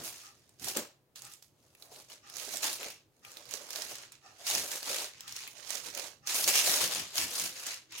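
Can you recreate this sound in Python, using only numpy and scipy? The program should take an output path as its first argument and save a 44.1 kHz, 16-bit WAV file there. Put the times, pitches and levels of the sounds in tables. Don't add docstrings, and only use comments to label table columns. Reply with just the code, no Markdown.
import sys
import numpy as np
from scipy import signal
from scipy.fft import rfft, irfft, next_fast_len
from scipy.io import wavfile
from scipy.ndimage import uniform_filter1d

SR = 44100
rng = np.random.default_rng(int(sys.argv[2]) if len(sys.argv) > 2 else 0)


def log_audio(samples):
    frames = np.atleast_2d(samples).T
    limited = np.clip(frames, -1, 1)
    pcm = np.round(limited * 32767).astype(np.int16)
    wavfile.write(sys.argv[1], SR, pcm)


N = 352800
TIME = np.arange(N) / SR


def amp(db):
    return 10 ** (np.asarray(db) / 20)


def unit(x):
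    return x / np.sqrt(np.mean(x ** 2) + 1e-20)


def noise(size):
    return rng.standard_normal((2, size))


def read(points, hz):
    f, value = np.transpose(points)
    return np.interp(np.log(hz + 1), np.log(f + 1), value)


def colour(x, gain):
    size = next_fast_len(x.shape[-1] + 2048)
    spectrum = rfft(x, size) * gain(np.fft.rfftfreq(size, 1 / SR))
    return irfft(spectrum, size)[..., :x.shape[-1]]


def add(mix, s, sound):
    part = mix[:, max(round(s * SR), 0):][:, :sound.shape[1]]
    part += sound[:, :part.shape[1]]


def wander(per_s):
    return unit(np.interp(TIME * per_s, np.arange(N // 32), rng.standard_normal(N // 32)))


def steady(x, size=1500):
    power = (x ** 2).mean(0)
    return x / np.sqrt(abs(uniform_filter1d(power, size)) + 1e-12)


def resonate(x, hz, width_hz):
    turn = np.exp(2j * np.pi * np.cumsum(hz) / SR)
    r = np.exp(-np.pi * width_hz / SR)
    return 2 * (turn * signal.lfilter([1 - r], [1, -r], x / turn)).real


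SWELL_DB, SLACKEN_DB_PER_S, SETTLE_DB_PER_S = 23, 28.5, 240.5


def movement(t, at_s, rise_s, hold_s):
    age = t - at_s
    swell = SWELL_DB * (np.minimum(age, 0) / rise_s) ** 2
    slacken = SLACKEN_DB_PER_S * np.clip(age, 0, hold_s)
    settle = SETTLE_DB_PER_S * np.maximum(age - hold_s, 0)
    return np.maximum(-swell - slacken - settle, -120)


def together(levels_db):
    return 10 * np.log10((amp(levels_db) ** 2).sum(0))


# full speed at t/s, rise/s, hold/s, rustle level/dB,
# treble lift/dB (crispness), flapping level/dB, left over right/dB, hollow of the open fold f/Hz
CLOTH_STROKES = [(0.002, 0.062, 0.03, -51.0, 2, -47, -1, 560),
                 (0.054, 0.033, 0.028, -44, 11, -59.0, -4, 674),
                 (0.153, 0.093, 0.12, -52.5, 0.5, -68, -2, 800), (0.372, 0.2, 0.21, -70, -1, -77, -3, 402),
                 (0.659, 0.064, 0.04, -42.5, 6, -53.5, -8.5, 765),
                 (0.696, 0.049, 0.0038, -42.5, 8, -47.5, 5, 790),
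                 (0.773, 0.044, 0.014, -42, -1, -42.5, -0.5, 567),
                 (1.164, 0.011, 0.018, -51.5, 1, -70, -5, 640),
                 (1.253, 0.046, 0.017, -54.5, 2, -66, -3, 790),
                 (1.32, 0.035, 0.013, -58, 8.5, -75, -6, 780),
                 (1.434, 0.023, 0.0032, -66.5, 10, -82.0, -7, 490),
                 (1.662, 0.16, 0.094, -72.5, 2.5, -74, 0, 530),
                 (1.846, 0.104, 0.016, -63.5, 8.5, -65, -5, 750),
                 (1.942, 0.058, 0.079, -55, 2.5, -62, -3, 606),
                 (2.122, 0.045, 0.004, -51.5, -1.5, -57, -1, 595),
                 (2.305, 0.089, 0.017, -56.5, -5.5, -77, -4, 740),
                 (2.397, 0.087, 0.094, -44.5, 3, -54, -10, 590),
                 (2.53, 0.05, 0.037, -42, 4, -55, -7.5, 560),
                 (2.647, 0.047, 0.027, -34.0, 1, -43, -2.5, 640),
                 (2.724, 0.048, 0.019, -41.5, 6.5, -49.5, -2, 600),
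                 (2.824, 0.058, 0.077, -44.5, -2, -50.5, -1.5, 535),
                 (3.194, 0.12, 0.028, -76.5, 4, -80, -4, 480), (3.29, 0.072, 0.12, -57, 1, -64, -2, 567),
                 (3.372, 0.035, 0.098, -58.5, -4.5, -59.5, -11, 540),
                 (3.551, 0.096, 0.011, -45.5, 1.5, -53, -11.5, 534),
                 (3.624, 0.052, 0.024, -53.0, 0, -53.5, -9, 570),
                 (3.79, 0.17, 0.07, -44, 1.5, -52, -7, 656), (3.908, 0.044, 0.019, -46.5, 4, -56, -3, 585),
                 (3.957, 0.033, 0.083, -50, -5.5, -58, -3, 550),
                 (4.128, 0.019, 0.01, -58, -13, -79.0, -6, 390),
                 (4.269, 0.076, 0.13, -64, -5, -69, -10, 785),
                 (4.437, 0.091, 0.004, -52.5, -1.5, -64, -2.5, 670),
                 (4.49, 0.045, 0.097, -33.0, 1.5, -53, -2, 660),
                 (4.588, 0.11, 0.13, -42.5, 6.5, -48, -2.5, 580),
                 (4.724, 0.034, 0.05, -40.5, 3.5, -51, -2, 544),
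                 (4.92, 0.12, 0.12, -36.5, 1, -46.5, -1.5, 575),
                 (5.192, 0.14, 0.055, -57.5, -12, -85, -1.5, 480),
                 (5.279, 0.02, 0.046, -48.5, -3.5, -74, -2, 800),
                 (5.367, 0.037, 0.078, -46, -3.5, -83, -1, 790), (5.451, 0.063, 0.08, -57, 5, -61, -8, 756),
                 (5.586, 0.053, 0.058, -52.5, -3.5, -66, -14.5, 560),
                 (5.726, 0.1, 0.061, -42, 0.5, -52.5, -11, 600),
                 (5.875, 0.067, 0.005, -44, 1, -53, -9.5, 423),
                 (5.996, 0.099, 0.077, -45, 0, -49.5, -10.5, 577),
                 (6.3, 0.042, 0.021, -34.5, 1, -55.5, -3, 730),
                 (6.358, 0.033, 0.083, -34.0, 8, -44.5, -1.5, 620),
                 (6.482, 0.026, 0.018, -28, 4.5, -41, -1, 565),
                 (6.568, 0.057, 0.032, -26.5, 1.5, -41.5, -2, 684),
                 (6.678, 0.078, 0.1, -29.5, 5, -41, -1, 615), (6.829, 0.062, 0.014, -30, 2, -42.5, 0, 550),
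                 (6.915, 0.029, 0.086, -35.5, -1, -46, 1, 690),
                 (7.05, 0.042, 0.067, -49.5, -6.5, -60, 0, 560),
                 (7.184, 0.059, 0.053, -33.5, 1.5, -49.5, 0.5, 660),
                 (7.396, 0.16, 0.074, -37, 4, -49, 0, 670), (7.6, 0.11, 0.04, -45, -1.5, -58, 0, 704),
                 (7.678, 0.048, 0.059, -40.5, -3.5, -55.5, -1, 705),
                 (7.948, 0.053, 0.028, -46.5, -10.5, -69, 0, 370),
                 (7.995, 0.043, 0.009, -45, 8, -66, -2, 770)]
# full speed at t/s, rise/s, hold/s, level/dB
AIR_SWINGS = [(0.005, .05, 0.041, -54), (0.63, 0.042, .05, -55), (2.542, .04, 0.018, -58),
              (4.566, .06, .05, -55), (5.884, 0.093, .03, -62), (6.46, .05, 0.048, -57),
              (6.837, 0.046, .02, -49.5), (6.98, .05, 0.044, -53), (7.202, 0.036, 0.06, -51.5),
              (7.45, 0.11, 0.021, -55.5)]
DULLING = 0.16
DRAUGHT_DB = -20.5


def handling(size=64):
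    t = TIME[::size]
    speed_db = np.array([movement(t, *row[:3]) for row in CLOTH_STROKES])
    rustle_db, crisp_db, flap_db, lean_db, fold_hz = np.transpose(CLOTH_STROKES)[3:, :, None]
    level = together(rustle_db + speed_db)
    flap = together(flap_db + speed_db)
    swings = [db + movement(t, *shape) for *shape, db in AIR_SWINGS]
    air = together([flap + DRAUGHT_DB] + swings)

    share = amp(rustle_db + speed_db - level) ** 2
    dulled_db = crisp_db + DULLING * np.maximum(speed_db, -30)
    character = [(share * value).sum(0) for value in (dulled_db, lean_db, fold_hz)]
    return [np.interp(TIME, t, curve) for curve in (level, flap, air, *character)]


def chance_powers(per_s, spread_db):
    size_db = spread_db * np.minimum(rng.exponential(1, N), 3)
    return amp(size_db) ** 2 * (rng.random(N) < per_s / SR)


def avalanches(per_s, spread_db, decay_s):
    jumps = chance_powers(per_s, spread_db)
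    activity = signal.lfilter([1], [1, -np.exp(-1 / (decay_s * SR))], jumps)
    return unit(np.sqrt(0.46 + activity))


def crackle(level_db, per_s, spread_db, decay_ms, hiss_db, crowding=.5, count=12):
    rate = per_s * amp(crowding * np.clip(level_db + 42, -12, 15))
    power = chance_powers(rate, spread_db)
    facet = rng.integers(0, count, N)
    keep = np.exp(-2 * 10 ** 3 / SR / decay_ms)
    out = np.zeros((2, N))
    for k, hz in enumerate(np.geomspace(1500, 14000, count)):
        envelope = np.sqrt(signal.lfilter([1], [1, -keep], power * (facet == k) + 1e-12))
        bursts = envelope * noise(N)
        out += signal.lfilter(*signal.iirpeak(hz, 2, fs=SR), bursts) + 0.39 * bursts
    out = steady(out, size=2500) + amp(hiss_db) * noise(N)
    return steady(out * avalanches(per_s=120, spread_db=2.5, decay_s=0.0099), size=1200)


# f/Hz, relative level/dB
CRINKLE_COLOUR = [(450, -33.5), (900, -8.5), (1400, -6.5), (2700, -2), (3400, -3.5), (4200, -1.5),
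                  (5200, -2), (6600, .5), (8000, -5), (9500, -4.5), (12500, -9), (16000, -14)]


def rustle(grain, level_db, crisp_db, echo=0.28):
    hz, t, z = signal.stft(grain, SR, nperseg=512)
    lift_db = np.clip(np.interp(t, TIME, crisp_db), -14, 8)
    tilt = read([(1500, -.35), (5000, 0), (7000, .15), (11000, .85), (16000, 1)], hz)
    tilt_db = np.outer(tilt, lift_db)
    delay_s = 0.000497 * np.exp(.5 * np.interp(t, TIME, wander(16)))
    mirror = 1 + echo * np.exp(-2j * np.pi * np.outer(hz, delay_s))
    x = signal.istft(z * amp(tilt_db) * mirror, SR, nperseg=512)[1][:, :N]
    x = unit(colour(x, lambda f: amp(read(CRINKLE_COLOUR, f))))
    return x * amp(level_db + 0.27)


# f/Hz, relative level/dB
FLAP_COLOUR = [(100, -51.5), (230, -4), (400, 2), (540, 3.5), (700, 1.5), (1000, -2.5), (1600, -10),
               (3500, -49)]
# f/Hz, relative level/dB
PUSH_COLOUR = [(20, -17.5), (45, -23), (75, -1), (140, 2), (250, 1.5), (350, 3), (700, -27.5)]


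def sheet(grain, flap_db, push_db, fold_hz, lumps_db=2.5):
    shaken = grain + amp(-2.5) * noise(N)
    body = colour(shaken, lambda f: amp(read(FLAP_COLOUR, f)))
    flap = steady(body + resonate(body, fold_hz, width_hz=75), size=2400)
    push = steady(colour(noise(N), lambda f: amp(read(PUSH_COLOUR, f))), size=4000)
    return flap * amp(flap_db - 4.0 + lumps_db * wander(40)) + push * amp(push_db - 0.5)


def crease(hz, decay_ms, ring_q, dry, tick=0.35, size=1400):
    ms = np.arange(size) / SR * 10 ** 3
    burst = noise(size) * (np.exp(-ms / decay_ms) + tick * np.exp(-ms / 0.1))
    ring = signal.lfilter(*signal.iirpeak(hz, ring_q, fs=SR), burst)
    return unit(ring + dry * burst) / np.sqrt(size)


# t/s, peak level/dB (before trim), ring f/Hz, burst decay/ms
CREASE_SNAPS = [(0.4923, -46, 8060, 2.8), (0.5967, -37, 6570, 2.8), (0.645, -26, 7180, 2.5),
                (0.6843, -20, 5740, 3.2), (0.7709, -14, 7540, 2.3), (1.1585, -33.5, 5820, 2.8),
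                (1.2203, -29.5, 6850, 2.1), (1.2506, -34, 7710, 2.8), (1.3364, -34.5, 7460, 2.8),
                (1.4251, -39, 5800, 2.8), (1.75, -43, 2400, 3), (1.8234, -35, 4130, 3.3),
                (2.0997, -37.5, 2950, 3.3), (2.2985, -33, 5170, 3.2), (2.368, -24.5, 6500, 2.8),
                (2.539, -25, 6450, 2.8), (2.5706, -19, 7580, 2.2), (2.6304, -20, 6360, 2.8),
                (2.6416, -15, 6670, 2.3), (2.831, -24, 2740, 2), (2.9032, -32, 2520, 2.8),
                (3.249, -34, 2560, 3.2), (3.3169, -36, 6730, 3.3), (3.3704, -30.5, 3870, 2.6),
                (3.4545, -37.5, 4560, 2.8), (3.5104, -27, 6240, 2.8), (3.5385, -20.5, 6240, 2.6),
                (3.7055, -22, 5770, 2), (3.73, -32, 6520, 2.6), (3.7594, -21.5, 4370, 2.8),
                (3.8203, -23, 5140, 2.8), (3.9545, -30, 5870, 3.7), (4.121, -35.5, 8600, 3.1),
                (4.4678, -20, 5260, 2.8), (4.5005, -17.5, 6530, 3.1), (4.5507, -15, 6000, 2.6),
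                (4.717, -25, 6450, 2.8), (4.8294, -24, 4560, 2.6), (5.2073, -26.5, 5800, 1.8),
                (5.2789, -29, 4070, 2.6), (5.324, -27.5, 5400, 2.8), (5.3646, -22.5, 5810, 2.1),
                (5.476, -29, 2390, 4), (5.7047, -19.5, 6600, 3.6), (5.753, -23, 6700, 4),
                (5.9498, -24.5, 6650, 2.8), (5.975, -23, 2570, 2.8), (5.9963, -23, 5770, 3.1),
                (6.2724, -20.5, 5870, 4.1), (6.3457, -15.5, 6790, 3.2), (6.442, -13.5, 5640, 2.8),
                (6.4772, -17, 9510, 2.8), (6.4886, -13, 7680, 3.2), (6.5553, -12, 5800, 2.8),
                (6.7397, -15, 5300, 3.1), (6.8159, -17, 4200, 2.1), (6.8762, -20, 5490, 2.5),
                (6.949, -19, 6860, 2.5), (7.1561, -19.5, 6960, 2.8), (7.1805, -15, 5230, 4.6),
                (7.3976, -16, 6700, 2.6), (7.6665, -23, 7010, 4.6), (7.9226, -34, 4910, 2.8)]


def snaps():
    out = np.zeros((2, N))
    for s, db, hz, decay_ms in CREASE_SNAPS:
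        gain = amp(db - 8.5) * np.sqrt(decay_ms * SR / 10 ** 3 / 2)
        add(out, s, gain * crease(hz, decay_ms, ring_q=4.9, dry=0.31))
    return colour(out, lambda f: f / np.hypot(f, 600))


# t/s, peak level/dB (before trim), hollow f/Hz
FOLD_FLOPS = [(0.674, -40, 820), (1.916, -47.5, 630), (2.124, -67, 670), (2.474, -41.5, 450),
              (2.538, -37, 607), (2.644, -37, 860), (2.81, -43.5, 530), (2.858, -41, 513),
              (3.537, -43.5, 538), (3.784, -41.5, 594), (3.849, -54, 354), (4.255, -61, 665),
              (4.32, -64, 800), (4.414, -54, 664), (4.497, -38, 800), (4.53, -39.5, 614),
              (4.897, -36.5, 526), (4.976, -43, 640), (5.587, -52, 540), (5.745, -44, 560),
              (5.989, -42, 586), (6.674, -32, 714), (6.829, -35, 516), (7.672, -49, 660)]


def flops(width_hz=260, rise_s=0.007, decay_s=0.0091):
    out, t = np.zeros((2, N)), np.arange(SR // 8) / SR
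    shape = (1 - np.exp(-t / rise_s)) * np.exp(-t / decay_s)
    for s, db, hz in FOLD_FLOPS:
        ring = colour(noise(len(t)), lambda f: 1 / (1 + (2 * (f - hz) / width_hz) ** 2))
        add(out, s, amp(db - 6.5) * steady(ring, size=500) * shape / shape.max())
    return out


# t/s, level/dB (before trim)
CLOTH_PATS = [(0.7656, -29.5), (0.782, -36.5), (6.46, -47), (6.689, -35)]
# f/Hz, relative level/dB
THUD_COLOUR = [(30, -46.5), (60, -27), (120, -8), (260, 9.5), (400, -2), (580, 7.5), (750, -30), (1500, -9),
               (4000, -12.5)]


def pats(decay_s=0.016):
    out, t = np.zeros((2, N)), np.arange(SR // 4) / SR
    shape = np.exp(-t / decay_s) * np.minimum(t / 0.0009, 1)
    for s, db in CLOTH_PATS:
        puff = steady(colour(noise(len(t)), lambda f: amp(read(THUD_COLOUR, f))), size=600)
        add(out, s, amp(db - 1.0) * puff * shape)
    return out


# start t/s, end t/s, first f/Hz, last f/Hz, level/dB
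HAND_SLIDES = [(1.82, 2.017, 740, 610, -68), (2.24, 2.505, 830, 544, -69.5), (4.209, 4.387, 730, 820, -67),
               (4.371, 4.5, 640, 760, -59.5), (5.518, 5.676, 710, 497, -64)]


def slides(width_hz=70):
    out = np.zeros((2, N))
    for start, end, first_hz, last_hz, db in HAND_SLIDES:
        size = round((end - start) * SR)
        hollow_hz = np.linspace(first_hz, last_hz, size)
        hum = resonate(noise(size), hollow_hz, width_hz)
        add(out, start, amp(db) * unit(hum) * signal.windows.tukey(size, .7))
    return out


# f/Hz, t60/s
ROOM_T60 = [(200, 0.19), (600, 0.27), (1500, 0.3), (4000, 0.33), (10000, 0.22), (16000, 0.25)]


def room(x, wet_db, gap_s):
    taps = rng.choice([-1., 1.], (2, SR // 2)) * (rng.random((2, SR // 2)) < 4000 / SR)
    hz, t, z = signal.stft(taps, SR, nperseg=256)
    z = z * amp(-60 * t / read(ROOM_T60, hz)[:, None]) * np.clip(t / gap_s, 0, 1) ** 2
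    tail = signal.istft(z, SR, nperseg=256)[1]
    tail /= np.linalg.norm(tail, axis=1, keepdims=True)
    return x + amp(wet_db) * signal.fftconvolve(x, tail, axes=1)[:, :N]


# f/Hz, side over mid level/dB
STEREO_WIDTH = [(60, -9), (200, -10), (400, -10.5), (700, -7.5), (1300, -1.5), (2400, -1), (5500, .5),
                (8000, -7.5), (16000, -8.5)]


def ports(x):
    side = colour(x[1], lambda f: amp(read(STEREO_WIDTH, f)))
    return np.array([x[0] + side, x[0] - side])


# f/Hz, width/Hz, relative level/dB
CLOCK_CASE = [(807, 21, 8.5), (1221, 95, 6), (1350, 140, -2), (1830, 200, -1.5), (2620, 380, -4.5),
              (3700, 330, -19), (5640, 1800, -7)]


def clock(first_s, rise_s, decay_s, db):
    out, t = np.zeros((2, N)), np.arange(SR // 3) / SR
    swell = (1 - np.exp(-(t / rise_s) ** 2)) * np.exp(-t / decay_s)

    def case(f):
        return sum(amp(level) / (1 + (2 * (f - hz) / width) ** 2) for hz, width, level in CLOCK_CASE)

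    for second in range(N // SR):
        ring = colour(noise(len(t)), case)
        add(out, first_s + second, amp(db) * steady(ring) * swell / swell.max())
    return out


# start t/s, end t/s, f/Hz, level/dB
FAINT_TONES = [(7.46, 7.834, 521, -64.5), (7.847, 7.998, 328, -65)]


def tones(waver_hz=3.5, waver_db=2.0):
    out = np.zeros((2, N))
    for start, end, hz, db in FAINT_TONES:
        size = round((end - start) * SR)
        turns = np.cumsum(hz + waver_hz * wander(30)[:size]) / SR
        gain = amp(db + waver_db * wander(25)[:size]) * signal.windows.tukey(size, .6)
        add(out, start, np.outer([1, 0], gain * np.sin(2 * np.pi * turns)))
    return out


# f/Hz, relative level/dB
AIR_COLOUR = [(25, -20.5), (50, -17), (75, -9), (130, -1.5), (175, -12), (330, -9.5), (550, -14),
              (900, -21.5), (2000, -30.5), (6000, -35.5), (16000, -34)]
QUIET_DB = -71


def background(waver_db=2.0):
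    air = unit(colour(noise(N), lambda f: amp(read(AIR_COLOUR, f))))
    rumble = colour(air, lambda f: 1 / (1 + (f / 450) ** 4))
    return amp(QUIET_DB) * (air + rumble * (amp(waver_db * wander(12)) - 1))


# f/Hz, left over right level/dB
PORT_TILT = [(700, 0), (3000, 1), (6200, -1), (9000, 0), (12000, 2.5), (16000, -0.5)]


def scene():
    level_db, flap_db, push_db, crisp_db, lean_db, fold_hz = handling()
    grain = crackle(level_db, per_s=1700, spread_db=4.5, decay_ms=0.28, hiss_db=3.5)
    rubbing = rustle(grain, level_db, crisp_db) + sheet(grain, flap_db, push_db, fold_hz)
    rubbing = room(rubbing, wet_db=-11, gap_s=0.0069)
    accents = room(snaps() + flops() + pats(), wet_db=-6.5, gap_s=0.0025)
    cloth = ports(rubbing + accents)

    treble = colour(cloth, lambda f: f ** 2 / (f ** 2 + 1100 ** 2) / (1 + (f / 14000) ** 4))
    lean = amp(np.outer([.5, -.5], lean_db))
    cloth = cloth + treble * (lean / lean.mean(0) - 1)
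    cloth = colour(cloth, lambda f: amp(np.outer([.5, -.5], read(PORT_TILT, f))))

    ticks = clock(first_s=.213, rise_s=0.077, decay_s=0.034, db=-60.0)
    return cloth + ports(slides() + ticks + tones() + background())


def record(dry):
    lowpass = signal.firwin(511, 16100, window=("kaiser", 9), fs=SR)
    return signal.oaconvolve(dry, lowpass[None], "same")


dry = scene()
out = record(dry)
log_audio(out)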